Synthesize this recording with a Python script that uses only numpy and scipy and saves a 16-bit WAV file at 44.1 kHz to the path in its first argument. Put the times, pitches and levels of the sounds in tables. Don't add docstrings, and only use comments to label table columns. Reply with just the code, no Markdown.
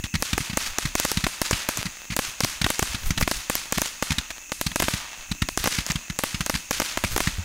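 import sys
import numpy as np
from scipy import signal
from scipy.fft import rfft, irfft
from scipy.io import wavfile
from scipy.ndimage import uniform_filter1d

SR = 44100
rng = np.random.default_rng(int(sys.argv[2]) if len(sys.argv) > 2 else 0)


def digitize_waveform(pressure):
    field = np.atleast_2d(pressure).T
    bounded = np.clip(field, -1, 1)
    quanta = np.round(bounded * 32767).astype(np.int16)
    wavfile.write(sys.argv[1], SR, quanta)


def natural_amplitude(level_db):
    exponent = np.asarray(level_db, float) / 20
    return 10 ** exponent


N = 328104


def rms_one(x):
    return x / np.sqrt(np.mean(x ** 2) + 1e-20)


def coloured(x, spectrum):
    hz, db = np.transpose(spectrum)
    grid = np.arange(x.shape[-1] // 2 + 1) * SR / x.shape[-1] + 1
    gain = natural_amplitude(np.interp(np.log(grid), np.log(hz), db))
    return rms_one(irfft(rfft(x) * gain, x.shape[-1]))


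def add(track, s, sound):
    at = max(int(round(s * SR)), 0)
    track[at:at + len(sound)] += sound[:N - at]


def peak(x, hz, width_hz):
    r = np.exp(-np.pi * width_hz / SR)
    poles = [1, -2 * r * np.cos(2 * np.pi * hz / SR), r * r]
    return signal.lfilter([(1 - r * r) / 2, 0, (r * r - 1) / 2], poles, x)


def drift(rate_hz):
    slow = signal.butter(2, rate_hz, fs=SR, output="sos")
    return rms_one(signal.sosfilt(slow, rng.standard_normal(N + SR))[SR:])


def grit(shape, per_s, spread_db):
    sizes = natural_amplitude(spread_db * np.minimum(rng.exponential(1, shape), 5)) * rng.choice([-1, 1], shape)
    return sizes * (rng.random(shape) < per_s / SR)


def shock(push_ms, suction, back_ms):
    ms = np.arange(300) / SR * 1000
    late = np.maximum(ms - push_ms, 0)
    push = np.minimum(1, ms / .04) * np.maximum(1 - ms / push_ms, 0)
    return push - suction * (1 - np.exp(-late / .07)) * np.exp(-late / back_ms)


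# (frequency [Hz], level [dB])
NIGHT_COLOUR = [(30, -1), (70, -9), (110, -30), (300, -12.5), (600, -44), (2000, -12), (4000, -26),
                (9000, -18.5), (12500, -27), (15600, -16), (15800, -40), (16100, -70)]


def night_air():
    return natural_amplitude(-49) * coloured(rng.standard_normal(N), NIGHT_COLOUR)


def crickets():
    trill_db, buzz_db = -49.5, -45
    t = np.arange(N) / SR
    pulses = np.maximum(np.sin(2 * np.pi * 40 * t + 1.5 * drift(3)), 0) + .9
    one_voice = np.sin(2 * np.pi * 2640 * t + 3 * drift(20))
    many_voices = .8 * rms_one(peak(rng.standard_normal(N), 2630, 260))
    trill = rms_one(peak((one_voice + many_voices) * pulses, 2550, 280))
    strokes = (.5 + .5 * np.sin(2 * np.pi * 180 * t + 1.2 * drift(2.6))) ** 2 + 1.2
    rasp = rng.standard_normal(N) * strokes
    buzz = rms_one(peak(peak(peak(rasp, 6380, 1300), 6460, 2000), 6600, 2600))
    return natural_amplitude(trill_db + 0.78 * drift(0.83)) * trill + natural_amplitude(buzz_db + 0.21 * drift(10.0)) * buzz


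# (time [s], level [dB])
GUSTS = [(0.0, -36.5), (0.33, -41), (0.76, -47.5), (0.99, -47), (2.05, -62), (3.13, -39), (3.479, -52),
         (4.56, -62), (4.79, -41), (4.99, -51), (5.16, -51), (5.37, -51), (5.49, -37), (5.88, -60),
         (6.48, -48.5), (6.78, -54), (7.19, -40), (7.44, -43)]
# (time [s], level [dB], frequency [Hz])
SLAPS = [
    (0.83, -29.5, 33.5),
    (7.33, -30, 47),
    (7.383, -20.5, 85.5),
    (7.39, -31, 190),
]


def wind():
    gust_db = np.interp(np.arange(N) / SR, *np.transpose(GUSTS))
    rumble = coloured(rng.standard_normal(N), [(8, 5.5), (25, -5.0), (60, -8.0), (120, -18.5), (400, -39.0)])
    out = natural_amplitude(gust_db + 9.56 * drift(7.7)) * rumble
    t = np.arange(6000) / SR
    for s, slap_db, hz in SLAPS:
        add(out, s, -natural_amplitude(slap_db + 2.0) * np.sin(2 * np.pi * hz * t) * np.exp(-t * hz / 2.0))
    return out


# (time [s], thump level [dB], spit level [dB], spit frequency [Hz], spit length [ms]); the faint
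# row at 4.303 s only lays a soft thump and spit under a clump of pops
LIFT_CHARGES = [(0.039, -25, -36.5, 3530, 23), (0.1401, -21, -34, 1980, 11.3),
                (0.153, -22.5, -30, 1940, 8.5), (0.3312, -19.5, -27, 3600, 7.1),
                (0.405, -26, -38.5, 2300, 10), (0.4974, -27.5, -40, 2100, 19),
                (0.5317, -28, -33.5, 2250, 3.9), (0.854, -21.5, -32, 2080, 11),
                (1.1723, -19, -24, 3670, 3.9), (1.2404, -20.5, -26.5, 1840, 8.2),
                (1.53, -19.5, -27, 2420, 7.6), (1.788, -27, -41, 2400, 24), (1.855, -26.5, -36, 4770, 13),
                (1.866, -29, -36, 1920, 5),
                (2.1031, -28.5, -40, 2130, 24), (2.121, -25.5, -39, 2200, 24), (2.435, -22, -30, 4270, 11),
                (2.6154, -23, -26.5, 6400, 8.2), (2.643, -20, -25, 1730, 6.1),
                (2.8226, -25.5, -35, 1300, 6.7), (2.9462, -26, -34.5, 3970, 11),
                (3.106, -19, -24.5, 6100, 4.5), (3.176, -23.5, -28.5, 3970, 11),
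                (3.225, -20, -28, 2150, 11), (3.7751, -23.5, -36, 2100, 12), (4.106, -21, -28.5, 1870, 7.1),
                (4.119, -24, -29, 6300, 11), (4.1835, -24.5, -26.5, 3770, 8.5), (4.303, -41, -42, 1700, 16),
                (4.665, -21.5, -28, 4460, 10.5), (4.716, -33, -39, 1300, 7.6),
               (4.8376, -24.5, -36, 3600, 8.3), (4.937, -22, -28.5, 3350, 5.3),
               (5.315, -21.5, -33, 3820, 11), (5.42, -17.5, -27.5, 1750, 7.9), (5.647, -32, -38, 2100, 5.6),
               (5.786, -21.5, -29.5, 2120, 8), (5.901, -22.5, -30, 2180, 13.3), (5.956, -23, -33, 3400, 10),
               (6.099, -24.5, -37.5, 1940, 11.6), (6.345, -23, -27.5, 2420, 2.2),
               (6.4073, -23.5, -23.5, 6330, 3.7), (6.54, -27, -34.5, 1970, 11),
               (6.552, -23, -31.5, 4530, 12), (7.0456, -22.5, -31, 2300, 8),
               (7.2723, -18, -30.5, 2030, 8.9)]
ALL_LIFTS = LIFT_CHARGES
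# (delay after spit [ms], ground bounce lag [ms], bounce level [dB], direct level [dB])
LIFT_PUSHES = [(1.8, 3.0, -4.0, 4.9), (0.8, 4.4, -1.8, 3.7), (0.6, 5.9, -5.3, 2.2), (0.5, 3.6, -2.5, 4.9),
               (-0.9, 8.0, -0.8, 3.8), (1.4, 5.2, -3.1, 4.3), (0.5, 4.4, 1.5, 4.1), (-0.5, 7.1, -3.1, 3.2),
               (0.5, 5.4, -9.6, 4.1), (-0.7, 5.5, -2.8, 3.7), (-1.1, 9.0, -7.8, 3.4),
               (-0.0, 7.5, -4.3, 1.9), (0.0, 4.9, 0.6, 1.9), (-0.1, 6.0, -1.2, 3.7), (-0.3, 6.1, -8.7, 4.6),
               (-0.7, 5.0, -5.3, 1.1), (0.5, 5.5, -7.3, 5.3), (-0.2, 5.3, -2.3, 4.6), (1.2, 3.0, -7.9, 4.7),
               (0.7, 4.8, -12.3, 6.1), (-0.7, 3.5, -3.0, 3.8), (0.5, 6.5, -12.4, 4.3),
               (-1.6, 3.0, 2.1, 0.8), (0.3, 5.1, -8.7, 4.7), (0.1, 5.1, 0.3, 4.0), (-0.3, 4.3, -6.8, 3.9),
               (-0.8, 6.2, -9.2, 2.0), (-1.4, 3.7, 0.2, 4.0), (0.0, 3.7, -1.7, -2.0),
               (-0.1, 5.6, -5.8, 4.0), (-2.0, 4.4, -3.0, 0.4), (0.6, 3.7, -3.8, 2.2), (1.1, 6.6, -9.3, 4.4),
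               (-0.0, 4.9, -3.0, 3.9), (1.2, 3.0, -7.4, 4.9), (-1.8, 3.3, -0.6, 5.3),
               (-0.0, 3.9, -7.7, 4.7), (0.2, 5.6, -0.9, 3.7), (-0.2, 6.1, -5.7, 4.9), (2.0, 5.5, -5.3, 2.9),
               (-0.3, 5.2, -7.8, 3.2), (-1.2, 5.7, -0.8, 4.3), (-2.0, 7.3, -2.6, 0.2),
               (-0.8, 3.8, -4.3, -2.0), (0.3, 3.0, -19.0, 4.4), (0.9, 5.8, -8.4, 4.3)]
# (lag [ms], level [dB])
WALL_RETURNS = [(10.1, -5.6), (10.4, 4.8), (11.4, -1.1), (12.2, -9.5), (13.6, -7.3), (8.8, -2.5),
                (10.3, -3.5), (13.2, -6.8), (10.8, -4.6), (11.3, -20.0), (11.7, -2.2), (10.8, 1.0),
                (16.0, -20.0), (9.4, 0.1), (9.7, -5.0), (9.3, -3.4), (8.3, -2.8), (11.2, -12.3),
                (9.1, -8.4), (12.0, -10.3), (9.2, -0.6), (11.6, -4.5), (8.7, 1.4), (11.8, -12.5),
                (14.7, -20.0), (11.7, -1.8), (13.2, -8.1), (14.7, -4.3), (8.0, 0.4), (13.1, -8.6),
                (10.8, -2.3), (11.3, -13.7), (10.1, -4.1), (10.2, -7.2), (9.8, -11.1), (10.7, 6.0),
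                (12.1, -6.3), (11.7, -20.0), (12.9, -6.9), (11.3, -9.1), (9.8, -3.7), (14.9, -16.1),
                (12.7, 6.0), (12.1, -17.4), (11.2, -4.8), (10.9, -7.3)]
# (frequency [Hz], level [dB])
SPARK_COLOUR = [(300, -23), (900, 1.5), (2000, 6.5), (3800, 4), (6500, 1), (9000, -4.5), (16000, -15.5)]


def lifts():
    push_ms, lead_ms = 1.394, 5
    out = np.zeros(N)
    ms = np.arange(9000) / SR * 1000 - lead_ms
    heave = 0.55 * np.sin(2 * np.pi * (ms - 4) / 27) * np.exp(-((ms - 14) / 12) ** 2)
    swing = (ms - 1.4) / (push_ms * np.where(ms < 1.4, .8, 1.1))
    push = -swing * np.exp(.5 - swing ** 2 / 2) * np.where(swing < 0, .85, 1.15)
    wall_push = uniform_filter1d(push, size=133)
    shape = (len(ALL_LIFTS), len(ms))
    rolls = coloured(rng.standard_normal(shape), [(30, -19), (70, -2), (200, 10.0), (330, 3), (600, -48)])
    rolls = 0.12 * rolls * np.clip(ms / 8, 0, 1) * np.exp(-ms / 30)
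    sparks = coloured(grit(shape, per_s=12000, spread_db=2.1), SPARK_COLOUR)
    for lift, pushed, wall, spit, roll in zip(ALL_LIFTS, LIFT_PUSHES, WALL_RETURNS, sparks, rolls):
        s, thump_db, spit_db, spit_hz, spit_ms = lift
        late_ms, bounce_ms, bounce_db, push_db = pushed
        wall_ms, wall_db = wall
        fading = 1.24 * np.clip((spit_ms - ms) / 2.5, 0, 1) + 1.09 * np.exp(-ms / 7) + 0.14 * np.exp(-ms / 60)
        flare = np.clip((ms + 2.06) / 3, 0, 1) ** 2 * fading
        gap = 1 - .55 * np.exp(-((ms - .55 * spit_ms) / .9) ** 2)
        whistle = spit + 1.1 * peak(spit, spit_hz, 590) + 0.6 * peak(spit, 2.1 * spit_hz, 560)
        start = s - lead_ms / 1000
        add(out, start, natural_amplitude(thump_db) * (heave + roll) + natural_amplitude(spit_db) * flare * gap * whistle)
        start += late_ms / 1000
        add(out, start + bounce_ms / 1000, natural_amplitude(thump_db + bounce_db) * push)
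        add(out, start, natural_amplitude(thump_db + push_db) * push)
        add(out, start + wall_ms / 1000, natural_amplitude(thump_db + wall_db) * wall_push)
    return out


# (time [s], peak level [dB])
LONE_POPS = [(0.066, -20), (1.2084, -19), (1.4636, -17), (1.602, -18), (1.783, -16), (1.8141, -13),
             (1.8293, -9), (1.9709, -22), (2.0185, -20), (2.0538, -22), (2.1337, -19), (2.8761, -16),
             (3.035, -22), (3.0615, -20), (3.6573, -19), (3.8584, -10), (4.214, -19), (4.3819, -20),
             (4.7191, -23), (5.0452, -21), (5.1168, -22), (5.1318, -22), (5.1761, -23), (5.8912, -15),
             (5.9251, -18), (6.546, -18), (6.9141, -19), (7.386, -21),
             (0.2173, -23), (0.5704, -18), (5.8894, -19), (1.2002, -20), (1.8246, -20), (2.0442, -25),
            (2.6319, -20), (3.1913, -20), (3.714, -22), (4.3057, -14), (4.3069, -18), (4.3098, -19),
            (4.3116, -16), (4.3086, -21), (4.3735, -27), (4.365, -27), (4.4244, -28), (4.4967, -25),
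            (5.21, -25), (5.2258, -25), (5.35, -25), (5.9906, -25), (6.0826, -25), (6.1247, -25),
            (6.163, -26), (6.2044, -22), (6.473, -19)]


def embers(crackle_db):
    strays = np.abs(grit(N, per_s=1200, spread_db=2.2))
    clicks = 3 * natural_amplitude(crackle_db) * rms_one(strays)
    band = signal.butter(2, [660, 4540], "band", fs=SR, output="sos")
    clicks = signal.sosfilt(band, clicks)
    for s, peak_db in LONE_POPS:
        add(clicks, s - .00005, np.array([natural_amplitude(peak_db + 5)]))
    pops = np.convolve(clicks, shock(.09, suction=.9, back_ms=.12)[:80])[:N]
    bounce = np.convolve(clicks, shock(0.05, suction=0.17, back_ms=0.18)[:80])[:N]
    return pops + natural_amplitude(-6) * np.roll(bounce, round(0.0032 * SR))


# (time [s], peak level [dB])
MUZZLE_SNAPS = [(0.1466, -15), (0.3356, -8), (0.5376, -18), (1.1753, -14), (1.2453, -12), (1.5335, -14),
                (2.6211, -12), (2.6464, -7), (3.1103, -14), (3.1827, -11), (3.2318, -12), (4.1866, -11),
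                (4.8423, -14), (5.4254, -11), (5.7907, -14), (5.9068, -11), (5.963, -18), (6.4132, -12),
                (6.5576, -13), (7.0506, -12)]


def snaps():
    clicks = np.zeros(N)
    for s, peak_db in MUZZLE_SNAPS:
        add(clicks, s - .00005, natural_amplitude(peak_db + 2.5) * shock(.09, suction=.9, back_ms=.1))
    return clicks + 0.72 * peak(clicks, 1500, 900)


# (time [s], suction level [dB], crack level [dB], ground bounce lag [ms], falling dust level [dB])
STAR_BURSTS = [(0.2239, -15.5, -8, 3.63, -29.5), (0.3788, -12, -15, 2.47, -28),
               (0.5724, -11, -3.5, 3.43, -24.5), (0.7845, -16, -2.5, 2.55, -36),
               (0.9531, -10.5, -9.5, 2.9, -38), (0.9992, -15, -5, 3.2, -43), (1.0503, -12, -7, 3.5, -35),
               (1.1164, -16, -8.5, 2.3, -31), (1.2666, -12, -24, 2.86, -27), (1.4166, -9.5, -6, 3.07, -33),
               (1.5105, -11, -7.5, 1.94, -23), (1.6887, -11.5, -3.5, 3.26, -33),
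               (1.7729, -24, -14, 2.8, -37),
               (2.1653, -17, -3, 3.16, -28), (2.1905, -10, -13, 3.7, -44), (2.4052, -14, -4, 3.84, -34),
                 (2.4465, -13, -5.5, 2.93, -31), (2.6643, -12.5, -17, 2.7, -33), (2.703, -13, -8, 3.4, -37),
                 (2.7931, -13, -10, 2.38, -34), (2.8266, -12.5, -13, 2.7, -26.5),
                 (3.211, -17, -14, 3.54, -63), (3.2765, -11.5, -21, 2.9, -36),
                 (3.3135, -14, -8, 3.07, -31.5), (3.4986, -11, -8.5, 3.6, -33.5), (3.5534, -19, -4, 3, -33),
                 (3.724, -12.5, -6, 3.7, -46), (3.782, -16.5, -13, 2.85, -32.5),
                 (3.8176, -13, -1, 3.2, -36), (4.0251, -11, -15, 3.5, -27.5),
               (4.5193, -16.5, -14.5, 3.47, -43), (4.6129, -15.5, -9, 3.1, -36),
                (4.7591, -12, -12, 3.2, -33), (4.8006, -11, -5.5, 3.06, -45), (4.8227, -13, -4.5, 3.1, -40),
                (4.8285, -19, -21, 2.5, -48), (4.8831, -10.5, -22, 3.27, -24.5),
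                (5.4877, -17.5, -16.5, 2.95, -64), (5.5748, -12.5, -9, 2.63, -41),
                (5.641, -18, -9, 2.6, -54), (5.658, -19, -20, 3.5, -59), (5.6737, -10.5, -12, 3.76, -26.5),
                (6.1894, -16.5, -10, 3.6, -29.5), (6.2368, -12.5, -10, 3.5, -38),
                (6.4626, -22.5, -12, 3.2, -53), (6.4971, -12.5, -13, 3.47, -36),
                (6.7095, -12, -11, 3.7, -30), (6.7999, -12.5, -8, 3.33, -55),
                (6.8186, -16.5, -23, 3.45, -26), (6.9733, -15, -16, 3.03, -49),
                (7.0387, -12.5, -15, 3.14, -34), (7.1631, -12.5, -13, 2.28, -41),
                (7.1784, -17, -11, 2.64, -42), (7.2043, -13, -16, 2.96, -27), (5.8648, -29, -16, 3.1, -40),
                (5.9186, -32, -17, 3.3, -66)]
ALL_BURSTS = STAR_BURSTS
GROUND_LEVELS = [1.5, 3, 3.5, 1.5, -1, -10, -.5, -3.5, 2, -4, -.5, -.5, -4.5, -.5, -.5, 1, -.5, 1.5, -2,
                 1.5, -2, 4, 2, 1.5, 0.5, -5.5, -2, 2, -.5, -1.5, -4, -6, 0.5, -3, -2, -7, -1, -3.5, -2, -3,
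                 6, 1, -2, 0.5, -1, 4, -.5, 5, -2.5, 3, -1, 3.5, -.5, -.5, -3, -3]


def bursts():
    ring_db = -5.5
    out = np.zeros(N)
    t = np.arange(200) / SR
    chatter_fade = np.exp(-np.maximum(t - .0003, 0) / .00009) + .14 * np.exp(-t / .0012)
    chatter_shape = np.minimum(1, t / 0.000094) * chatter_fade
    soft_shock = signal.lfilter([.6], [1, -.45], shock(.25, suction=.16, back_ms=.7))
    for (s, suction_db, crack_db, lag_ms, _), ground_db in zip(ALL_BURSTS, GROUND_LEVELS):
        size = natural_amplitude(suction_db + 11)
        add(out, s + .0002, 1.235 * size * shock(0.14, suction=0.44, back_ms=0.53))
        near = size ** .7 * shock(.15, suction=.6, back_ms=.15)
        add(out, s + .0021, .2 * near + .4 * peak(near, 2100, 1300))
        add(out, s + lag_ms / 1000 + .00002, natural_amplitude(ground_db) * size ** .7 * soft_shock)
        noise = rng.standard_normal(200)
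        chatter = noise / np.std(noise[:20]) * chatter_shape
        crack = natural_amplitude(crack_db + 3.0) * peak(chatter, 11400, 6300)
        ring = natural_amplitude(crack_db + ring_db + 15.5) * peak(peak(chatter, 6300, 4500), 6200, 4500)
        add(out, s - .00005, crack + ring)
    return out


# (frequency [Hz], level [dB])
TREE_COLOUR = [(150, -0.5), (400, -8.5), (800, -14), (1300, -6.5), (2130, -1.5), (4600, 5), (6400, 2.5),
               (9000, 6), (14600, -6), (16000, -29)]


def scatter():
    level_db, fade_ms = -36.5, 173
    blast_share, dust_share = 0.26, 0.18
    out = np.zeros(N)
    ms = np.arange(18000) / SR * 1000
    leaves = coloured(grit((len(ALL_BURSTS), len(ms)), per_s=16000, spread_db=2.0), TREE_COLOUR)
    dull = signal.sosfilt(signal.butter(2, 6500, fs=SR, output="sos"), leaves)
    fading = np.exp(-ms / fade_ms) + 1.7 * np.exp(-ms / 6) + 0.075 * np.exp(-ms / 200)
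    shape = np.minimum(1, ms / 3) * fading
    for (s, suction_db, *_, dust_db), whole, low in zip(ALL_BURSTS, leaves, dull):
        heard = low + (whole - low) * np.exp(-ms / 220)
        burst_db = level_db + blast_share * (suction_db + 4.5) + dust_share * (dust_db + 31.0) + 2.0
        add(out, s + 0.00095, natural_amplitude(burst_db) * shape * heard)
    return out


# (level [dB], delay before it catches fire [ms], second flare level [dB])
DUST_CLOUDS = [(-31, 33, -2), (-35, 33, -1), (-26.5, 42, -2.5), (-32, 32, -4), (-25.5, 36, -2),
               (-45.8, 40, -7), (-27.5, 40, -9), (-44, 47, 7), (-39, 27, 0.5), (-29, 37, -9),
               (-29, 44, -2.5), (-33, 19, -1.5), (-39, 18, -18), (-32, 61, -5), (-32, 56, -6),
               (-33.5, 17, -6), (-31, 39, -3.5), (-32, 29, -1.5), (-38, 38, 3), (-31.5, 64, -12),
               (-35.5, 49, 4.5), (-43, 27, -2.9), (-34.5, 26, -2), (-35, 46, -0.9), (-28.5, 26, -4.5),
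               (-34, 29, -3.5), (-33, 27, -7), (-40, 23, -2.4), (-29.5, 30, -7), (-36.5, 37, 1),
               (-55, 41, 5), (-58.1, 38, -3.0), (-32.5, 44, 1), (-49.0, 40, -3.2), (-48.2, 39, -3.0),
               (-37.5, 41, 8), (-31.5, 59, -5.5), (-62, 37, -10), (-30.5, 27, 2), (-50.1, 39, -3.0),
               (-26, 61, -10), (-31, 75, -1), (-33.5, 74, -3), (-35, 30, -4), (-52.1, 42, -3.0),
               (-37, 34, 1.5), (-27, 29, -4.5), (-27.5, 52, -8), (-33, 76, -7), (-54, 37, -3.0),
               (-35.5, 35, 0), (-31, 42, -9), (-30, 57, -2), (-36.5, 36, -10.2), (-38, 20, -7),
               (-50, 30, -9)]
# (frequency [Hz], level [dB])
DUST_COLOUR = [(300, -5.5), (700, -10.5), (1300, 1.5), (2200, 3), (4500, 1.5), (6500, 2.5), (9000, -6),
               (16000, -15.5)]


def swell(late_ms, length_ms):
    rising = np.exp(-(late_ms / (.5 * length_ms)) ** 2)
    thinning = 1 / np.cosh(late_ms / (0.86 * length_ms))
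    return np.where(late_ms < 0, rising, thinning)


def clouds():
    first_ms, relight_ms, relight_lag_ms = 18.7, 18.5, 43.5
    power = np.zeros(N)
    ms = np.arange(12000) / SR * 1000
    for (s, *_), (dust_db, lag_ms, relight_db) in zip(ALL_BURSTS, DUST_CLOUDS):
        first = swell(ms - lag_ms, first_ms)
        second = natural_amplitude(relight_db) ** 2 * swell(ms - lag_ms - relight_lag_ms, relight_ms)
        add(power, s, natural_amplitude(dust_db - 1) ** 2 * (first + second))
    dust = grit(N, per_s=9000, spread_db=2.4) * natural_amplitude(2.5 * drift(90))
    return np.sqrt(power) * coloured(dust, DUST_COLOUR)


def afterglow():
    steady_db, falling_db, peak_ms = -64.5, -23, 80
    power = np.full(N, natural_amplitude(2 * steady_db))
    age = np.arange(SR) / SR * 1000 / peak_ms
    for s, *_, dust_db in ALL_BURSTS:
        add(power, s, natural_amplitude(2 * (dust_db + falling_db)) * age * np.exp(1 - age))
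    return 10 * np.log10(power)


def scene():
    night = night_air() + crickets() + wind()
    candle = lifts() + snaps()
    stars = bursts() + scatter() + clouds() + embers(afterglow())
    return (night + candle + stars)[None]


def band_limit(x):
    return signal.sosfilt(signal.butter(12, 16970, fs=SR, output="sos"), x)


def record(dry):
    overload = .365
    x = signal.sosfilt(signal.butter(1, 15, "high", fs=SR, output="sos"), dry)
    x = signal.sosfiltfilt(signal.cheby2(16, 30, 16050, fs=SR, output="sos"), x)
    x = np.clip(x, -overload, overload)
    x = signal.sosfiltfilt(signal.cheby2(12, 40, 16750, fs=SR, output="sos"), x)
    return band_limit(x)


dry = scene()
out = record(dry)
digitize_waveform(out)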